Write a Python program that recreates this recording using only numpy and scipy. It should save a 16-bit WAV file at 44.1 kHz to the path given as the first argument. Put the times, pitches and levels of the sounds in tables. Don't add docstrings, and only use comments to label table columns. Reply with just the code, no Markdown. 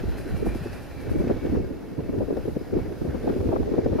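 import sys
import numpy as np
from scipy import signal
from scipy.fft import rfft, irfft, next_fast_len
from scipy.io import wavfile
from scipy.ndimage import uniform_filter1d, map_coordinates

SR = 44100
rng = np.random.default_rng(int(sys.argv[2]) if len(sys.argv) > 2 else 0)


def generate_wav(sig):
    pcm = np.round(np.clip(np.atleast_2d(sig).T, -1, 1) * 32767).astype(np.int16)
    wavfile.write(sys.argv[1], SR, pcm)


N = 176400


def amp(db):
    return 10 ** (np.asarray(db) / 20)


def unit(x):
    return x / np.sqrt(np.mean(x ** 2) + 1e-20)


def along(points, hz):
    f, v = np.transpose(points)
    return np.interp(np.log(hz + 1), np.log(f + 1), v)


def curve(rows):
    return np.interp(np.arange(N) / SR, *np.transpose(rows))


def wobble(rate):
    return map_coordinates(rng.standard_normal(2048), [np.arange(N) * rate / SR], mode="mirror")


def filtered(x, response):
    size = next_fast_len(N + SR // 2)
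    return irfft(rfft(x, size) * response(np.fft.rfftfreq(size, 1 / SR)), size)[..., :N]


def coloured(x, spectrum):
    return unit(filtered(x, lambda hz: amp(along(spectrum, hz))))


def stereo(mid, side, alike):
    angle = np.arccos(np.clip(alike, -1, 1)) / 2
    mid, side = np.cos(angle) * mid, np.sin(angle) * side
    return np.array([mid + side, mid - side])


def noise(alike):
    return stereo(*rng.standard_normal((2, N)), alike)


def churn(rate, depth_db):
    return unit(amp(depth_db * np.array([wobble(rate), wobble(rate)])))


def drifting(x, depth_db):
    spectra = signal.stft(x, nperseg=512)[2]
    patches = uniform_filter1d(rng.standard_normal(spectra.shape[1:]), size=7, axis=0)
    patches = uniform_filter1d(patches, size=12, axis=1)
    return unit(signal.istft(spectra * amp(depth_db * unit(patches)), nperseg=512)[1][:, :N])


def fuzzy_tone(hz, width_hz):
    phase = 2 * np.pi * np.cumsum(hz * np.ones(N)) / SR
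    return unit(wobble(width_hz) * np.cos(phase) + wobble(width_hz) * np.sin(phase))


def swells(rows):
    t = np.arange(N) / SR
    return sum(amp(db) * np.exp(-.5 * ((t - s) / half) ** 2) for s, db, half in rows)


# t/s, level/dB
CLATTER_LEVEL = [(0, -50), (.35, -51), (.56, -49.5), (.75, -50), (.82, -52.5), (.95, -53.5), (1.11, -49.5),
                 (1.19, -51), (1.3, -47), (1.41, -52), (1.56, -49.5), (1.63, -57.5), (2.3, -56.5),
                 (2.42, -52.5), (2.53, -56.5), (2.72, -55), (2.81, -53.5), (3.05, -54.5), (3.16, -51.5),
                 (3.3, -52), (3.45, -54.5), (4, -50.5)]
# f/Hz, level/dB
CLATTER_EQ = [(400, -62), (800, 1), (1150, -7.5), (1550, 0), (2000, -5), (2600, -9), (3100, -14.5),
              (3800, -16.5), (4800, -14.5), (6000, -20.5), (8000, -33), (15000, -62)]
# f/Hz, width/Hz, level/dB
PANEL_MODES = [(1454, 67, -9.5), (1830, 130, -1), (2593, 44, 0.5), (2693, 34, -7), (4820, 110, -16)]
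# t/s, level/dB
RING_LEVEL = [(0, -10), (.55, -4.5), (1.3, -10), (2.05, -4.5), (2.4, -11), (4, -10.5)]
# f/Hz, level/dB
EXHAUST_EQ = [(20, -10), (40, -8), (70, -12), (110, -3), (170, -24), (300, 0.5), (450, -1), (700, -5.5),
              (1000, -15), (1400, -17.5), (3000, -47)]
FIRING_HZ, KNOCK_S, KNOCK_SHARE = 32.82, 0.0054, 0.14
EXHAUST_DB, EXHAUST_FOLLOWS = -43.5, 0.55


def engine():
    def panels(f):
        return sum(amp(db) * 1j * f * width / (hz * hz - f * f + 1j * f * width)
                   for hz, width, db in PANEL_MODES)

    firings = np.cumsum(FIRING_HZ * (1 + .01 * wobble(3.3))) / SR
    accent = amp([9, 0, -5, 3, 3.5, -1.5])[firings.astype(int) % 6]
    knock = unit(accent * np.exp(-(firings % 1) / FIRING_HZ / KNOCK_S))
    beat = np.sqrt(1 - KNOCK_SHARE + KNOCK_SHARE * knock ** 2) * amp(.65 * wobble(17))
    clatter = drifting(coloured(beat * noise(0.88), CLATTER_EQ), depth_db=1.5)
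    ring = unit(filtered(beat * noise(0.83), panels))
    exhaust = coloured(beat * noise(0.56), EXHAUST_EQ)
    level_db = curve(CLATTER_LEVEL)
    exhaust_db = EXHAUST_DB + EXHAUST_FOLLOWS * (level_db - level_db.mean())
    return amp(level_db) * (clatter + amp(curve(RING_LEVEL)) * ring) + amp(exhaust_db) * exhaust


# t/s, f/Hz
WHIRR_PITCH = [(0, 2340), (.7, 2365), (1.0, 2320), (1.3, 2220), (2.8, 2244), (3.1, 2234), (4, 2314)]
# t/s, level/dB
WHIRR_LEVEL = [(0, -64.5), (.45, -56), (.8, -62), (1.2, -55.5), (1.45, -59), (1.63, -69.5), (2.5, -66.5),
               (2.85, -62.5), (3.4, -71), (3.85, -66), (4, -66)]
# t/s, level/dB
WHINE_LEVEL = [(0, -67), (.35, -63.5), (.6, -69), (1.05, -69), (1.35, -79.5), (4, -74)]


def gears():
    whirr = fuzzy_tone(curve(WHIRR_PITCH) + 25 * wobble(15), width_hz=170)
    whirr = unit(whirr * amp(3 * wobble(16)))
    whine = fuzzy_tone(hz=4070, width_hz=165)
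    return amp(curve(WHIRR_LEVEL)) * whirr + amp(curve(WHINE_LEVEL)) * whine


# t/s, level/dB
RUSTLE_LEVEL = [(0, -59.5), (1.25, -59), (1.53, -59.5), (1.63, -62.5), (2.1, -62.5), (2.5, -60),
                (2.8, -62.5), (3.02, -58.5), (3.12, -60.5), (3.33, -57.5), (3.55, -57), (3.7, -59),
                (4, -58.5)]
# f/Hz, level/dB
LEAF_EQ = [(1500, -4), (3200, 4), (5000, 2), (6500, -1), (8000, -8.5), (9200, -4), (10500, -1.5),
           (12500, -2), (14000, -6), (15600, -13)]
# f/Hz, left minus right/dB
LEAF_PAN = [(4000, 0.5), (8000, 0), (12000, -7), (15000, -5)]
# t/s, level/dB
RUSTLE_SHELF = [(0, 2), (1.6, -0.5), (2.5, 2.5), (3.3, 0.5), (3.8, -3.5), (4, -2)]


def trees():
    rustle = coloured(noise(0.079), LEAF_EQ)
    rustle = filtered(rustle, lambda hz: amp(np.outer([.5, -.5], along(LEAF_PAN, hz))))
    top = filtered(rustle, lambda hz: np.clip((hz - 6000) / 3000, 0, 1))
    shelf = (amp(curve(RUSTLE_SHELF)) - 1) * top
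    return amp(curve(RUSTLE_LEVEL) + .4 * wobble(12)) * (rustle + shelf)


def grains(times, gains, hz, width_s):
    offsets = np.arange(-(SR // 128), SR // 128)
    t = offsets / SR
    bell = gains[:, None] * np.exp(-.5 * (t / width_s[:, None]) ** 2)
    carrier = np.cos(2 * np.pi * (hz[:, None] * t + rng.random((len(times), 1))))
    wavelets = bell * carrier * signal.windows.tukey(len(t))
    at = (np.round(times * SR).astype(int)[:, None] + offsets).clip(-1, N) + 1
    return np.bincount(at.ravel(), wavelets.ravel(), N + 2)[1:-1]


EDDY_HZ, EDDY_SPREAD, EDDY_CYCLES, EDDY_SCATTER_DB = 335, .25, .8, 5.5
EDDY_OCTAVES_PER_DB, EDDY_FALL_DB_PER_OCTAVE = .035, -5


def eddies(gust_db, count=2000):
    times = (np.arange(count) + rng.random(count)) / count * N / SR
    pitch, size = rng.standard_normal((2, count))
    octaves = EDDY_SPREAD / np.log(2) * pitch
    gust_lift = EDDY_OCTAVES_PER_DB * gust_db[(times * SR).astype(int).clip(0, N - 1)]
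    hz = EDDY_HZ * 2 ** (octaves + gust_lift)
    level_db = EDDY_SCATTER_DB * np.minimum(size, 2) + EDDY_FALL_DB_PER_OCTAVE * np.maximum(octaves, 0)
    return unit(grains(times, amp(level_db), hz, width_s=EDDY_CYCLES / hz))


# t/s, level/dB
GUST_LEVEL = [(0, -43), (.14, -38.5), (.22, -42), (.36, -42.5), (.46, -33.5), (.6, -43), (.78, -47),
              (.92, -49), (1.04, -38), (1.22, -32), (1.3, -37.5), (1.4, -38), (1.44, -32.5), (1.56, -34),
              (1.67, -37.5), (1.88, -42.5), (1.98, -35.5), (2.05, -40.5), (2.21, -34), (2.265, -38),
              (2.32, -36.5), (2.38, -29.5), (2.43, -42.5), (2.49, -34), (2.53, -36.5), (2.66, -43.5),
              (2.78, -30), (2.84, -38), (2.92, -34), (2.97, -38.5), (3.06, -35.5), (3.19, -38),
              (3.3, -30.5), (3.39, -31.5), (3.51, -28.5), (3.6, -32.5), (3.66, -36), (3.76, -29),
              (3.83, -33), (4, -34)]
# f/Hz, level/dB
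WASH_EQ = [(60, -14), (120, -5), (175, -8), (260, 0), (440, -.5), (600, -10), (780, -23), (1000, -35),
           (1600, -46), (3000, -52), (8000, -67)]
# t/s, level/dB
RUMBLE_LEVEL = [(0, -29.5), (.24, -39.5), (.48, -31), (.66, -37), (.76, -42), (.93, -44.5), (1.2, -30),
                (1.4, -38), (1.58, -30), (1.69, -34), (1.8, -45), (1.92, -44), (2.15, -35), (2.3, -39),
                (2.52, -37), (2.63, -42), (2.8, -33.5), (3.02, -39), (3.45, -32.5), (3.7, -37), (4, -31.5)]
# f/Hz, level/dB
RUMBLE_EQ = [(10, -6), (25, -27), (45, -0.5), (70, -3), (115, -5), (170, -13), (300, -19.5), (800, -64.5)]
EDDY_TRIM_DB, WASH_TRIM_DB, RUMBLE_TRIM_DB, WASH_GROWS = 1, -1, 2, 1.24


def wind():
    level_db = curve(GUST_LEVEL)
    gust_db = level_db - level_db.mean()
    flutter = amp(EDDY_TRIM_DB + gust_db) * np.array([eddies(gust_db), eddies(gust_db)])
    wash = coloured(noise(0.078), WASH_EQ) * churn(rate=130, depth_db=4.0)
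    wash *= amp(WASH_TRIM_DB + WASH_GROWS * gust_db)
    surge = unit(amp(2.5 * wobble(27.98)))
    rumble = coloured(noise(-0.021) * churn(rate=34, depth_db=3.0), RUMBLE_EQ)
    rumble *= amp(RUMBLE_TRIM_DB + curve(RUMBLE_LEVEL))
    return amp(level_db.mean()) * surge * (flutter + wash) + rumble


# peak t/s, level/dB, length/s, f/Hz, left minus right/dB, left-right correlation, hard edge/dB
BUFFET_HITS = [(0.04, -24, 0.0078, 360, 1, 0.5, -7), (0.086, -31.5, 0.018, 337, 3.5, -0.65, -6),
               (0.107, -26, .065, 70, 1, -1.07, 9), (0.265, -28, 0.015, 320, 4, 0.24, -10),
               (0.332, -22.5, 0.044, 82, -3, -.6, 12), (0.342, -26.5, 0.016, 264, 3, -.3, -6),
               (0.427, -20.5, .011, 355, -4, -0.46, -4), (0.468, -21, 0.015, 290, 2, 0.6, 1),
               (0.479, -27, 0.036, 75, 0, .9, 3), (0.558, -23.5, 0.0069, 300, 4, .9, -4),
               (.619, -26.5, 0.013, 129, 5, 0.89, 0), (0.662, -27, 0.014, 358, 0, 0.82, -17),
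               (1.116, -23, 0.021, 80, 2, -.95, 3), (1.117, -19.5, 0.011, 320, 3, -0.99, -2),
               (1.159, -20.5, 0.018, 315, 0, -0.59, -3), (1.206, -21, 0.015, 317, 6, 0.14, 9),
               (1.244, -22, 0.01, 217, 3, 0.9, -9), (1.268, -34, 0.09, 72, 2, -0.16, 9),
               (1.272, -20, 0.0083, 323, 0, 0.22, -2), (1.301, -18.5, 0.013, 363, 3, 0.33, 6),
               (1.312, -16.5, 0.012, 378, -2.5, -0.052, -4), (1.337, -29, 0.0065, 433, 4, 0.17, 11),
               (1.367, -27, 0.016, 315, -4, -0.12, -4), (1.452, -30, 0.027, 385, -3, -.3, -7),
               (1.484, -33, 0.021, 90, -6, 0.79, -7), (1.497, -22.5, 0.0072, 355, 3, 0.23, -2),
               (1.532, -20, 0.031, 275, -1, -0.003, -5), (1.552, -20, 0.0076, 350, 4, 0.23, 11),
               (1.56, -36, 0.0053, 1010, 9, 0.19, -5), (1.571, -21, 0.017, 382, -2, 0.19, -2),
               (1.586, -22, 0.036, 65, -3, -.6, -2), (1.604, -27, 0.014, 197, 0, .6, 9),
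               (1.645, -27, 0.0091, 317, 5, .3, -15), (1.712, -26, 0.0085, 308, -3, 0.21, 0),
               (1.991, -28, .02, 130, 2, 0.77, -4), (1.992, -25, 0.016, 326, -5, .2, 7),
               (2.096, -20.5, 0.012, 293, 0, -0.4, 0), (2.147, -31, .007, 398, -1, 0.21, 5),
               (2.183, -23, 0.012, 310, -7, -0.88, -4), (2.186, -25.5, .024, 99, 1, .7, -7),
               (2.21, -24, 0.0056, 553, 3, .4, -12), (2.218, -23, 0.027, 402, 1.5, -0.16, -2),
               (2.288, -25, 0.01, 365, 0, 0.26, -8), (2.308, -18.5, .012, 378, 2.5, -0.3, 2),
               (2.327, -22, 0.0084, 337, -0.5, 0.5, -4), (2.374, -25, 0.016, 480, 10, 0.67, -3),
               (2.457, -22, 0.0054, 390, 8, -0.0051, 4), (2.482, -20, 0.013, 330, 0, .1, -4),
               (2.568, -19, 0.0078, 365, 2.5, 0.46, -11), (2.615, -28, 0.017, 348, 4, -0.24, -6),
               (2.735, -20.5, 0.026, 364, 2.5, -.2, -12), (2.753, -25, 0.018, 89, 17, .6, 0),
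               (2.77, -18.5, 0.015, 300, 1, 0.3, -2), (2.79, -25, 0.011, 433, 6, 0.03, 8),
               (2.812, -30, 0.027, 110, -10, 0.46, 0), (3.018, -21, .011, 304, -3.5, -0.74, -10),
               (3.051, -24, 0.01, 324, 5, 0.3, -2), (3.077, -28, 0.025, 330, -11, -0.61, 0),
               (3.095, -23.5, 0.023, 92, 0, 0.84, 9), (3.149, -24, 0.017, 332, 6, 0.11, 11),
               (3.245, -28, .009, 403, 0, 0.48, 11), (3.276, -18, 0.012, 456, 1, -0.002, -5),
               (3.298, -20, 0.012, 376, 4, 0, 12), (3.308, -23, .008, 220, -3, 0.72, 4),
               (3.365, -21.5, 0.014, 380, 2, 0.16, -1), (3.405, -26, .017, 99, 9, 0.79, 2),
               (3.408, -27, .014, 350, -3, .3, 3), (3.459, -22, 0.015, 293, 1, 0, 0),
               (3.478, -28, .03, 90, -8, 0.88, 0), (3.491, -20.5, 0.011, 320, -6, 0.46, 5),
               (3.519, -26, 0.02, 328, -4, 0, 14), (3.531, -21.5, 0.017, 574, 2, .3, -10),
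               (3.563, -21, 0.0099, 460, 2, 0.15, 15), (3.604, -22.5, 0.029, 340, -12, -0.24, 1),
               (3.607, -23.5, .026, 80, -4, -.7, 0), (3.63, -28.5, .007, 520, 6, 0.11, 5),
               (3.677, -24.5, 0.014, 387, 3.5, -0.34, 0), (3.718, -21, .016, 335, 4, -0.34, 6),
               (3.741, -20.5, 0.013, 380, 4, 0.5, 10), (3.783, -20, .012, 403, 4, .5, 1),
               (3.79, -15.5, 0.0076, 337, 0.5, -0.68, 2), (3.858, -27, .03, 90, -6, -0.52, 2),
               (3.863, -16, 0.013, 362, 2, -0.0081, 0), (3.886, -28, 0.0069, 368, -6, -0.99, 4),
               (3.918, -23, 0.019, 90, 2, .7, 2), (3.931, -19, 0.012, 362, 3, 0.085, -3),
               (3.957, -19.5, 0.016, 363, 1.5, -.2, -6), (3.992, -19.5, 0.017, 370, 4, -.6, 20)]
# multiple of its pitch, level/dB
BUFFET_EQ = [(.15, -16), (.42, -7.5), (.7, 1), (1.15, 0), (1.6, -10), (2.1, -22.5), (3, -32), (6, -50),
             (12, -68), (30, -100)]
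EDGE_EQ = [(1.3, 0.25), (3, 1.04), (4, 1), (6, 0.13), (12, 0.13)]
BUFFET_TRIM_DB, BUFFET_STRETCH, BUFFET_CORE_DB = -1, 0.85, -5
BUFFET_RISE_SHARE, BUFFET_BLUNT, BUFFET_EVEN = 0.34, 1.66, .8


def buffets():
    size = 8192
    t, hz = (np.arange(size) - size // 2) / SR, np.fft.rfftfreq(size, 1 / SR)
    slope_share = np.where(t < 0, BUFFET_RISE_SHARE, 1 - BUFFET_RISE_SHARE)
    out = np.zeros((2, N + 2 * size))
    for peak_s, db, length, pitch, pan_db, alike, edge_db in BUFFET_HITS:
        span = length * BUFFET_STRETCH
        swell = np.exp(-.5 * np.abs(t / (span * slope_share)) ** BUFFET_BLUNT)
        swell += amp(BUFFET_CORE_DB) * np.exp(-.5 * (t * pitch) ** 2)
        half_eq = amp(along(np.array(BUFFET_EQ) * [pitch, 1], hz) / 2)
        edge = amp(edge_db * along(np.array(EDGE_EQ) * [pitch, 1], hz))
        swirl = signal.hilbert(irfft(rfft(rng.standard_normal((2, size))) * half_eq))
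        swirl = swirl.real / np.abs(swirl) ** BUFFET_EVEN
        mid, side = irfft(rfft(swell * swirl) * half_eq * edge)
        side = side - mid * (mid @ side) / (mid @ mid)
        ports = stereo(unit(mid), unit(side), alike) * amp([[pan_db / 2], [-pan_db / 2]])
        gain = amp(db + BUFFET_TRIM_DB) * np.sqrt(span * SR / size)
        out[:, round(peak_s * SR):][:, :size] += gain * unit(ports)
    return out[:, size // 2:][:, :N]


# onset t/s, level/dB
HISS_PULSES = [(.072, -61), (.165, -53.5), (.272, -61), (.352, -57.5), (.445, -53.5), (.54, -57),
               (.62, -59), (.715, -57.5), (.805, -60), (.905, -64), (.995, -61), (1.09, -59), (1.175, -62)]
# f/Hz, level/dB
HISS_EQ = [(2500, -17), (4500, -5), (6000, -9), (8000, -10), (10500, -3), (12000, -6), (13500, -12),
           (15500, -24)]


def hiss(attack_s=0.019, decay_s=0.047):
    t = np.arange(N) / SR
    envelope = np.zeros(N)
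    for onset, db in HISS_PULSES:
        attack = np.clip((t - onset) / attack_s, 0, 1)
        decay = np.exp(-np.maximum(t - onset - attack_s, 0) / decay_s)
        envelope += amp(db) * attack * decay
    return envelope * coloured(noise(0.54), HISS_EQ)


# peak t/s, level/dB, half length/s
RASP_HITS = [(.285, -48, 0.028), (.755, -54, .012), (3.115, -52, 0.017)]
# f/Hz, level/dB
RASP_EQ = [(700, -40), (1200, -14), (1500, 8), (1850, -1), (2200, -7), (2800, -18), (6000, -49)]


def rasps():
    return swells(RASP_HITS) * coloured(noise(0.98), RASP_EQ)


# peak t/s, level/dB, half length/s
CHAFE_HITS = [(2.62, -65, .025), (2.692, -64, .012), (2.77, -71, .025), (2.98, -71, 0.037),
              (3.25, -71, 0.032), (3.85, -64, 0.011)]


def chafes():
    return swells(CHAFE_HITS) * fuzzy_tone(hz=5000, width_hz=240)


def scene():
    truck = engine() + gears() + rasps() + chafes()
    return truck + hiss() + trees() + wind() + buffets()


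TOP_HZ = 15720


def record(dry):
    return filtered(dry, lambda hz: hz < TOP_HZ)


dry = scene()
out = record(dry)
generate_wav(out)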